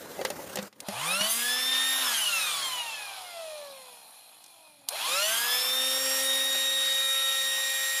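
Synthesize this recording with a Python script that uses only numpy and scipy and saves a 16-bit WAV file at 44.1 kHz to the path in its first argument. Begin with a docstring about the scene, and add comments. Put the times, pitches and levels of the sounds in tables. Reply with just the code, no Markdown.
"""First a hollow hum in a parked car, with knocks as a hand fumbles a plug into a socket.
The sound dips to near silence, then a switch clicks and a small seven-vane blower whines up, coasts down
and is switched on again to a steady whine. Its tones are sines locked to the turning shaft, over rushing
air made of shaped noise; the pump turns in the hand, so the tones come and go.
Knocks are noise bursts with ringing sines; the car and the rumble outside are shaped noise."""
import sys
import numpy as np
from scipy import signal
from scipy.fft import rfft, irfft
from scipy.io import wavfile
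from scipy.ndimage import uniform_filter1d

SR = 44100
rng = np.random.default_rng(int(sys.argv[2]) if len(sys.argv) > 2 else 0)


def dump_mix(stems):
    """Bounce the given channels to the path in sys.argv[1] as a 16-bit WAV at rate SR."""
    frames = np.atleast_2d(stems).T  # one column per channel
    limited = np.clip(frames, -1, 1)  # hard clip at full scale
    pcm = np.round(limited * 32767).astype(np.int16)
    wavfile.write(sys.argv[1], SR, pcm)


def volts_from_decibels(level):
    """Turn decibel levels (scalar or array-like) into linear amplitude factors."""
    exponent = np.asarray(level, float) / 20
    return 10 ** exponent


N = 352800

T = np.arange(N) / SR  # time of every sample, s
FINE_T = np.arange(0, N / SR, 1 / 1000)  # slower clock for speeds and levels, s
EDGE_HZ = 15250  # top edge of the finished sound
# strong tones of the rotor: multiples of the shaft speed
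STRONG_ORDERS = (1, 2, 3, 7, 14, 21, 28, 42)
# each run of the motor: on_s, off_s, top_shaft_speed_hz (before a small drift), spin_up_time_constant_s
MOTOR_RUNS = [(0.802, 2.017, 268.1, .279), (4.874, 8.0, 268, .275)]
# colour of the rushing air: frequency_hz, relative_level_db (per Hz)
AIR_COLOUR = [(40, -49.0), (100, -78), (200, -21), (400, -24), (680, -15), (1200, -8), (2100, -5.5),
              (3100, -0.5), (3600, -0.5), (4300, -5), (5200, -5.5), (7200, -6), (8800, -5), (10300, -4),
              (12500, -9.5), (15300, -12.5)]
# casing resonances, plain while coasting: frequency_hz, width_hz, relative_level_db
CASING_RINGS = [(760, 260, 3), (2470, 110, 0), (3350, 300, -5), (4180, 240, 1), (4950, 140, -6),
                (5500, 160, -7), (6900, 250, -8), (9800, 1200, -6), (11500, 1500, -8)]
# the pump as it is held and turned, all as changes:
# time_s, level_db, low_roar_db, top_hiss_db, shaft_tone_db
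HAND_MOVES = [(.85, -3.5, 10, -5.5, 4.5), (1.2, -1.5, 12, 6, 18.5), (1.26, 3, 6, -1, 11),
              (1.31, -1.5, 3, 15.5, 5), (1.38, -0.5, -3, 8.5, 11), (1.45, 0.5, -4, 5, 1),
              (1.55, 0.5, -7, -4.5, 1.5), (2.0, 0.5, 0.5, -2.5, -1.5), (2.2, 2.5, 7.5, 2, -1.5),
              (2.35, 3.3, 5.5, 2, -4), (3.0, -1, 6, -1.5, -13), (3.7, -2.5, 6.5, -3.5, -18),
              (4.8, -1.5, -3, 1.5, -18), (4.92, 0.5, 6, -2, -24), (5.05, -0.5, 6.5, 1.5, -14),
              (5.2, 3.5, 2, 1, -11), (5.3, 3, 2.5, 4, -4), (5.6, 0, -1.5, 2.2, -7.5),
              (5.8, -1.5, -2.5, 3.5, 2), (6.2, 0, -3.5, 5.5, 3), (6.5, -2, -6, 2, 2),
              (7.1, -2.5, -8.5, 2.5, -11), (7.55, -1.5, -9.5, 1.5, -15), (8, -1.5, -7, 2.5, -18)]


def shaft_speed(t):
    """Under power the speed closes on its top value; switched off it coasts against drag and friction."""
    # wander of the speed: time_s, change_hz
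    speed_drift = [(6.9, 0), (7.45, -.45), (8, .3)]
    # air drag and bearing friction: speed = coast_hz * tan(angle), the angle falling steadily
    coast_hz, fall_rad_per_s = 76.55, .2881
    growl_lag_s = .012  # the growl sets in just after the rotor begins to gain speed
    speed, powered = np.zeros(len(t)), np.zeros(len(t))
    for on, off, top_hz, time_constant_s in MOTOR_RUNS:
        start = np.interp(on, t, speed)
        since = np.clip(t - on, 0, off - on)
        rising = top_hz - (top_hz - start) * np.exp(-since / time_constant_s)
        coast_angle = np.arctan(rising / coast_hz) - fall_rad_per_s * np.maximum(t - off, 0)
        speed = np.where(t > on, coast_hz * np.tan(np.maximum(coast_angle, 0)), speed)
        powered += (t > on + growl_lag_s) & (t <= off)
    return speed + np.interp(t, *np.transpose(speed_drift)), uniform_filter1d(powered, size=12)


def rush_db(t):
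    """Level, roar and hiss of the air at times t, from speed, power and the way the pump is held."""
    # air against speed: shaft_speed_hz, relative_level_db, low_roar_lift_db, top_hiss_lift_db
    air_by_speed = [(20, -84, 22, 12), (45, -63, 8.5, 4), (64.6, -58.5, 5.5, 9), (83.3, -51, 3, 3.5),
                    (122.3, -44.5, 4, -1.5), (162.5, -38.5, 3, -3.5), (199, -38, -3.5, -5),
                    (248, -35.5, 9, -1.5)]
    speed, powered = (np.interp(t, FINE_T, v) for v in shaft_speed(FINE_T))
    speed_hz, *by_speed = np.transpose(air_by_speed)
    s, *by_hand = np.transpose(HAND_MOVES)
    level, roar, hiss = (np.interp(speed, speed_hz, a) + np.interp(t, s, b)
                         for a, b in zip(by_speed, by_hand))
    # a slow rotor under power is louder and roars more
    pulling = powered * np.clip(1 - speed / 230, 0, 1)
    level = np.where(t > MOTOR_RUNS[0][0], level + 11 * pulling, -120)
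    return level, roar + 2.5 * pulling, hiss


def buried_db(t):
    """Tones are lost in the growl while the motor pulls up from low speed."""
    most_db, below_hz = -11, 180
    speed, powered = shaft_speed(FINE_T)
    return np.interp(t, FINE_T, most_db * powered * np.clip(2 - 2 * speed / below_hz, 0, 1))


def rotor():
    """Speed, shaft angle and the levels of the strong tones, sample by sample."""
    # one row per strong order: level_against_air_db, change_while_coasting_db
    strong_levels = [(-12.5, 1), (-11.5, -6.5), (-14.5, -14), (2.5, -3), (-1, 0), (-2, 3), (-6.5, 5.5),
                     (-17, -3.5)]
    # how casing and cabin pass a tone: frequency_hz, gain_db
    tone_path = [(70, -30), (110, 0), (200, -15.5), (265, -5), (400, -11.5), (460, -3), (560, 7), (700, 8),
                 (800, -3.5), (1000, -2.5), (1200, -3), (1500, -4.5), (1750, 2), (1880, -5), (2200, 2.5),
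                 (2600, 5), (2900, 7.5), (3150, 5), (3350, 1), (3550, 1.5), (3750, 3), (4000, -3.5),
                 (4400, -2), (4800, -10.5), (5200, 6), (5600, 3.5), (6000, 6), (6500, 13), (7500, -.5),
                 (11200, 12.5)]
    # the second order swells and fades: time_s, change_db
    second_order_swell = [(1.2, 0), (1.45, -5), (1.9, -14), (2.15, -7.5), (5.3, -6), (5.6, -3), (5.95, 4),
                          (6.4, 2), (7.2, -1.5), (8, -6.5)]
    # vane tones swell and fade as the pump turns:
    # time_s, order_7_db, order_14_db, order_21_db, order_28_db, order_42_db
    vane_swell = [(1.23, -5, 1.5, 2.5, -16, -8), (1.32, -19, -11, 6, -2.5, -8),
                  (1.45, -5, -2, -5.5, -29, 1.5), (1.68, -1.5, 6.5, -5, -13, -0.5),
                  (1.9, -0.5, 3, -9, 1, 5), (2.05, -8, -2.5, -9, -17, 4), (2.3, -3.5, -1.5, -8, -14, 2),
                  (2.7, -4, -9, -1.5, -1, -.1), (3.0, 4, -5, -5.5, -17.5, 7), (3.6, 0, 0, -10, -8.5, -3),
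                  (4.15, -12, -6, -17, -15, -11), (4.85, 1, -8, 3, -16, -10), (5.1, -2, -8, -0.5, 1, 2),
                  (5.5, -6.7, -2, -2, -16, -5), (5.75, -11, 8.2, -1.5, -15, -10), (5.95, -5.5, 1, 3, 1, 1),
                  (6.14, 0, -10.5, 2, 5, -14), (6.3, 0.3, 6.5, -4, -8, -5),
                  (6.6, 1.5, 6.5, -4.5, 5.5, -1.5), (7.0, 3, 8.5, -10, 3, -1.5), (7.2, 0.5, 8, -6, 1, 5.5),
                  (7.45, 4, 5, -3.8, 3, 0), (8, 5.5, -3, -6.5, 8, -0.5)]
    speed, powered = shaft_speed(FINE_T)
    shaft_move = np.interp(FINE_T, *np.transpose(HAND_MOVES)[[0, -1]])
    second_move = np.interp(FINE_T, *np.transpose(second_order_swell))
    s, *swells = np.transpose(vane_swell)
    moves = [shaft_move, second_move, 0 * shaft_move]
    moves += [np.interp(FINE_T, s, swell, left=0) for swell in swells]
    air_db, loss_db = rush_db(FINE_T)[0], buried_db(FINE_T)
    levels = []
    for k, (db, coasting_db), move in zip(STRONG_ORDERS, strong_levels, moves):
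        level = air_db + db + coasting_db * (1 - powered) + curve_db(tone_path, k * speed) + move
        level = level + (k > 1) * loss_db  # the shaft tone itself is never buried
        levels.append(np.interp(T, FINE_T, level))
    speed = np.interp(T, FINE_T, speed)
    angle = 2 * np.pi * np.cumsum(speed) / SR
    return speed, angle, levels


def whine(speed, angle, levels):
    """Sines on shaft orders; while the speed changes they break up, sweeping through standing waves."""
    # weaker tones: multiple_of_shaft_speed, level_against_air_db
    weak_orders = [(4, -9.5), (5, -8), (6, -13), (8, -18), (9, -10.5), (11, -16.5), (13, -13), (35, -7),
                   (49, -3), (56, -3)]
    # higher harmonics of the seven vanes, which drop into hearing while the rotor is slow
    upper_vanes = [(k, -7) for k in range(63, 154, 7)]
    step = 64  # samples between level updates
    coarse_t, coarse = T[::step], speed[::step]
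    air_db = rush_db(coarse_t)[0] + buried_db(coarse_t)
    slow = np.clip(1 - coarse / 230, 0, 1)
    sweeping = np.clip(abs(np.gradient(coarse)) * SR / step / (coarse + 1) / .3, .1, 1)
    # one value per Hz, with narrow dips where two random paths cancel
    paths = uniform_filter1d(uniform_filter1d(rng.standard_normal((2, SR)), size=75), size=75)
    standing = np.log(np.hypot(*paths))
    standing = np.clip(evened(standing - standing.mean()), -3, .7)
    tremble = 1 + 0.15 * evened(uniform_filter1d(rng.standard_normal((len(STRONG_ORDERS), N)), size=300))
    out = np.zeros(N)
    for k, db, wobble in zip(STRONG_ORDERS, levels, tremble):
        broken_db = -1 + 5.5 * sweeping * standing[(k * coarse).astype(int)]
        gain = volts_from_decibels(db + np.interp(T, coarse_t, broken_db)) * wobble
        out += gain * np.cos(k * angle + 2 * np.pi * rng.random())
    for k, db in weak_orders + upper_vanes:  # these follow the level and colour of the air
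        hz = k * coarse
        drift = uniform_filter1d(uniform_filter1d(rng.standard_normal(len(hz)), size=120), size=120)
        level_db = db + 3.74 * evened(drift) + 5 * sweeping * standing[hz.astype(int)] + air_db
        gain = volts_from_decibels(level_db + curve_db(AIR_COLOUR, hz)) * (volts_from_decibels(-3) * casing_gain(hz)) ** slow
        gain = np.interp(T, coarse_t, gain * (hz < EDGE_HZ))
        out += gain * np.cos(k * angle + 2 * np.pi * rng.random())
    fade_in = np.clip((T - MOTOR_RUNS[0][0]) / 0.044, 0, 1)
    return np.sqrt(2) * out * fade_in


def faint_orders(angle):
    """One uneven wave shape, repeated every turn, puts a faint line on each shaft order from 8 to 55."""
    turn, k = np.linspace(0, 2 * np.pi, 4097), np.arange(8, 56)[:, None]
    sizes, phases = rng.random((2, len(k), 1))
    shape = evened((sizes * np.cos(k * turn + 2 * np.pi * phases)).sum(0))
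    level = volts_from_decibels(rush_db(FINE_T)[0] - 14 + buried_db(FINE_T))  # 14 dB under the air level
    return np.interp(T, FINE_T, level) * np.interp(angle % (2 * np.pi), turn, shape)


def ticks(speed, angle):
    """One tick a turn rings the casing resonances: a whirr of close gliding lines."""
    fade_out_hz = 150  # shaft speed at which the ticks are gone
    turns = np.diff(angle // (2 * np.pi), prepend=0) * (1 + .15 * rng.standard_normal(N))
    t = np.arange(1500) / SR
    ring = np.zeros(len(t))
    for hz, width_hz, db in CASING_RINGS[:-2]:  # without the last two, which are very broad
        size = volts_from_decibels(db) * width_hz * 1000 / (hz + 900)
        ring += size * np.exp(-np.pi * width_hz * t) * np.sin(2 * np.pi * hz * t)
    ring = signal.sosfilt(signal.butter(4, 520, "highpass", fs=SR, output="sos"), ring)
    level = np.interp(T, FINE_T, volts_from_decibels(rush_db(FINE_T)[0] - 3.5))
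    # the root keeps the power even as ticks come closer together
    size = level * np.clip(2 - 2 * speed / fade_out_hz, 0, 1) * np.sqrt(SR / (speed + 1))
    return signal.oaconvolve(turns * size, ring / np.linalg.norm(ring))[:N]


def air(speed, angle):
    """Turbulent rush, chopped a little each turn; at low speed the casing resonances stand out."""
    def field(t, hz):
        slow = np.clip(1 - np.interp(t, T, speed) / 215, 0, .85)
        low = 1 / (1 + (hz / 1400) ** 4) / (1 + (350 / (hz + 1)) ** 4)
        top = 1 / (1 + (7500 / (hz + 1)) ** 8)
        level, roar_db, hiss_db = rush_db(t)
        tilt_db = low * roar_db + top * hiss_db
        ring_db = slow * (28 * np.log10(casing_gain(hz)) + 13)
        return curve_db(AIR_COLOUR, hz) - band_db(AIR_COLOUR, 2000, 7000) + level + tilt_db + ring_db
    flutter = 0.056 + 0.073 * np.clip(1 - speed / 120, 0, 1)  # a slow rotor is heard turn by turn
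    return volts_from_decibels(2) * noise(field, patchy_db=1.83, flicker_db=0.55) * (1 + flutter * np.cos(angle))


def knocks():
    """Each knock is a burst of rattling plastic, a treble snap, the ring of the hollow panel and a thud."""
    # plug knocks and switch clicks, levels before the trims below:
    # time_s, rattle_db, panel_ring_db, treble_snap_db, deep_thud_db
    knock_list = [(0.0566, -53, -38, -47, -66), (0.1906, -46, -26, -46, -61), (0.2124, -22, -26, -39, -62),
                  (0.2493, -11.5, -22.5, -25, -50.5), (0.302, -21, -26.5, -27, -49),
                  (0.3917, -50, -30.5, -55, -65), (0.5022, -49, -37, -52, -62),
                  (0.5566, -40, -31.5, -23, -49), (0.5705, -18.5, -28, -35, -50),
                  (0.5866, -17.5, -28.5, -57, -35), (0.6263, -50, -59, -33, -41.5),
                  (0.7266, -40, -58, -55, -78), (0.8027, -40, -53, -29.5, -67),
                  (0.8847, -21.5, -32, -28, -35), (1.2091, -12, -45, -40, -37),
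                  (4.44, -55, -66, -41.5, -83), (4.462, -55, -69, -45, -81), (4.8867, -56, -64, -18, -87),
                  (6.549, -21, -36, -68, -57)]
    # what a knock rings: frequency_hz, relative_level_db, time_to_fall_60_db_s (held to 0.09 at most)
    panel_rings = [(402, -7, 5.0), (569.6, 0, 0.094), (860, -1.5, 0.038), (2030, -13, 0.19),
                   (2840, -16.5, 0.12), (3830, -37, 0.054), (4250, -51, 0.077), (5060, -19, 0.016)]
    rattle_t60_s, snap_t60_s, thud_t60_s, thud_hz = 0.061, 0.024, 0.12, 200
    out, t = np.zeros(N + 8000), np.arange(8000) / SR
    rattle_band = signal.butter(2, (700, 4500), "bandpass", fs=SR)
    snap_band = signal.butter(2, (3000, 12000), "bandpass", fs=SR)
    thud = volts_from_decibels(-60 * t / thud_t60_s) * np.sin(2 * np.pi * thud_hz * t) * (1 - np.exp(-t / 0.0007))
    for s, rattle_db, ring_db, snap_db, thud_db in knock_list:
        rattle, snap = rng.standard_normal((2, len(t)))
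        rattle = evened(signal.lfilter(*rattle_band, rattle))
        snap = evened(signal.lfilter(*snap_band, snap))
        ring = np.zeros(len(t))
        for hz, db, t60_s in panel_rings:
            detune, phase = rng.uniform(0.9, 1.05), rng.random()
            ring += volts_from_decibels(db - 60 * t / min(t60_s, .09)) * np.sin(2 * np.pi * (hz * detune * t + phase))
        sound = volts_from_decibels(rattle_db - 12 - 60 * t / rattle_t60_s) * rattle
        sound += volts_from_decibels(snap_db + 0.5 - 60 * t / snap_t60_s) * snap
        sound += volts_from_decibels(ring_db + 3.5) * ring / np.abs(ring).max()
        sound += volts_from_decibels(thud_db + 5.0) * thud
        at = round(s * SR)
        out[at:at + len(t)] += sound * (1 - np.exp(-t / 0.00069))  # soft onset
    return out[:N]


def cabin():
    """Hollow hum and hiss of the car interior at the start, and a faint rumble from outside that stays."""
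    # interior level, silent after the last row: time_s, relative_level_db
    cabin_level = [(0, -49), (.41, -48), (.55, -47.5), (.64, -48.5), (.68, -53), (.705, -75), (.79, -64.5),
                   (.84, -56)]
    # interior colour: frequency_hz, relative_level_db (per Hz)
    cabin_colour = [(18, -56), (30, -33), (224, -6), (306, -9.5), (572, -4), (686, -12.5), (868, -10.5),
                    (1220, -12), (2050, -18.5), (2460, -21.5), (15300, -25)]
    # colour of the outside rumble: frequency_hz, relative_level_db (per Hz)
    rumble_colour = [(18, -64), (30, -34), (87, -24), (108, 0), (150, -3), (298, 1.5), (500, -32),
                     (650, -43), (1100, -120)]
    s, db = np.transpose(cabin_level)

    def inside(t, hz):
        colour_db = curve_db(cabin_colour, hz) - band_db(cabin_colour, 200, 11000)
        return colour_db + np.interp(t, s, db, right=-120)

    def outside(t, hz):
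        return curve_db(rumble_colour, hz) - 60 * (hz > rumble_colour[-1][0]) + 0 * t
    rumble = evened(noise(outside, patchy_db=3.5, flicker_db=2.5, size=2048))
    return volts_from_decibels(6.5) * noise(inside, patchy_db=2.0, flicker_db=1.7) + volts_from_decibels(-75.5) * rumble


def noise(db_field, patchy_db, flicker_db, size=512):
    """Random short-time spectra shaped by db_field(t, hz), with drifting patches and wide flicker."""
    frames, hz = N * 4 // size + 5, np.fft.rfftfreq(size, 1 / SR)[:, None]
    a, b, patches = rng.standard_normal((frames, len(hz), 3)).T
    patches = evened(uniform_filter1d(uniform_filter1d(patches, size=8, axis=0), size=24, axis=1))
    flicker = evened(uniform_filter1d(rng.standard_normal(frames), size=4))
    t = np.arange(frames) * size / 4 / SR
    z = (a + 1j * b) * volts_from_decibels(db_field(t, hz) + patchy_db * patches + flicker_db * flicker)
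    return signal.istft(z, nperseg=size, noverlap=size * 3 // 4)[1][:N]


def casing_gain(hz):
    """Power sum of the casing resonances over a flat bed."""
    peaks = sum(volts_from_decibels(2 * db) / (1 + (2 * (hz - f) / width) ** 2) for f, width, db in CASING_RINGS)
    return np.sqrt(volts_from_decibels(-32) + peaks)


def band_db(points, lo_hz, hi_hz, size=512):
    """Summed level of a spectrum within one band."""
    hz = np.fft.rfftfreq(size, 1 / SR)
    inside = hz[(hz > lo_hz) & (hz < hi_hz)]
    return 10 * np.log10(np.sum(volts_from_decibels(2 * curve_db(points, inside))))


def curve_db(points, hz):
    """Reads a curve of (Hz, dB) points along a logarithmic frequency scale."""
    f, value = np.transpose(points)
    return np.interp(np.log(hz + 1), np.log(f + 1), value)


def evened(x):
    """Scales a signal to an rms of one."""
    return x / np.sqrt(np.mean(x ** 2) + 1e-20)


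def scene():
    """The blower, the knocks and the car added up, the same in both channels."""
    speed, angle, levels = rotor()
    tones = whine(speed, angle, levels) + faint_orders(angle) + ticks(speed, angle)
    pump = tones + air(speed, angle)
    mono = pump + knocks() + cabin()
    return np.array([mono, mono])


def roll_off(x):
    """The treble ends steeply here."""
    return signal.sosfilt(signal.butter(12, 16510, fs=SR, output="sos"), x)


def record(dry):
    """The finished sound: weak bass, a narrow notch near 7.8 kHz and a sharp top edge."""
    notch_hz, notch_width_hz, notch_db = 7840, 90, -14
    hz = np.fft.rfftfreq(N, 1 / SR)
    notch = volts_from_decibels(notch_db * np.exp(-((hz - notch_hz) / notch_width_hz) ** 2))
    edge = volts_from_decibels(-.2 * np.clip(hz - EDGE_HZ, 0, 300))  # falls 60 dB within 300 Hz
    weak_bass = 1 / np.sqrt(1 + (70 / (hz + 1)) ** 4)
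    mix = irfft(rfft(dry) * notch * edge * weak_bass, N)
    return roll_off(mix)


dry = scene()
out = record(dry)
dump_mix(out)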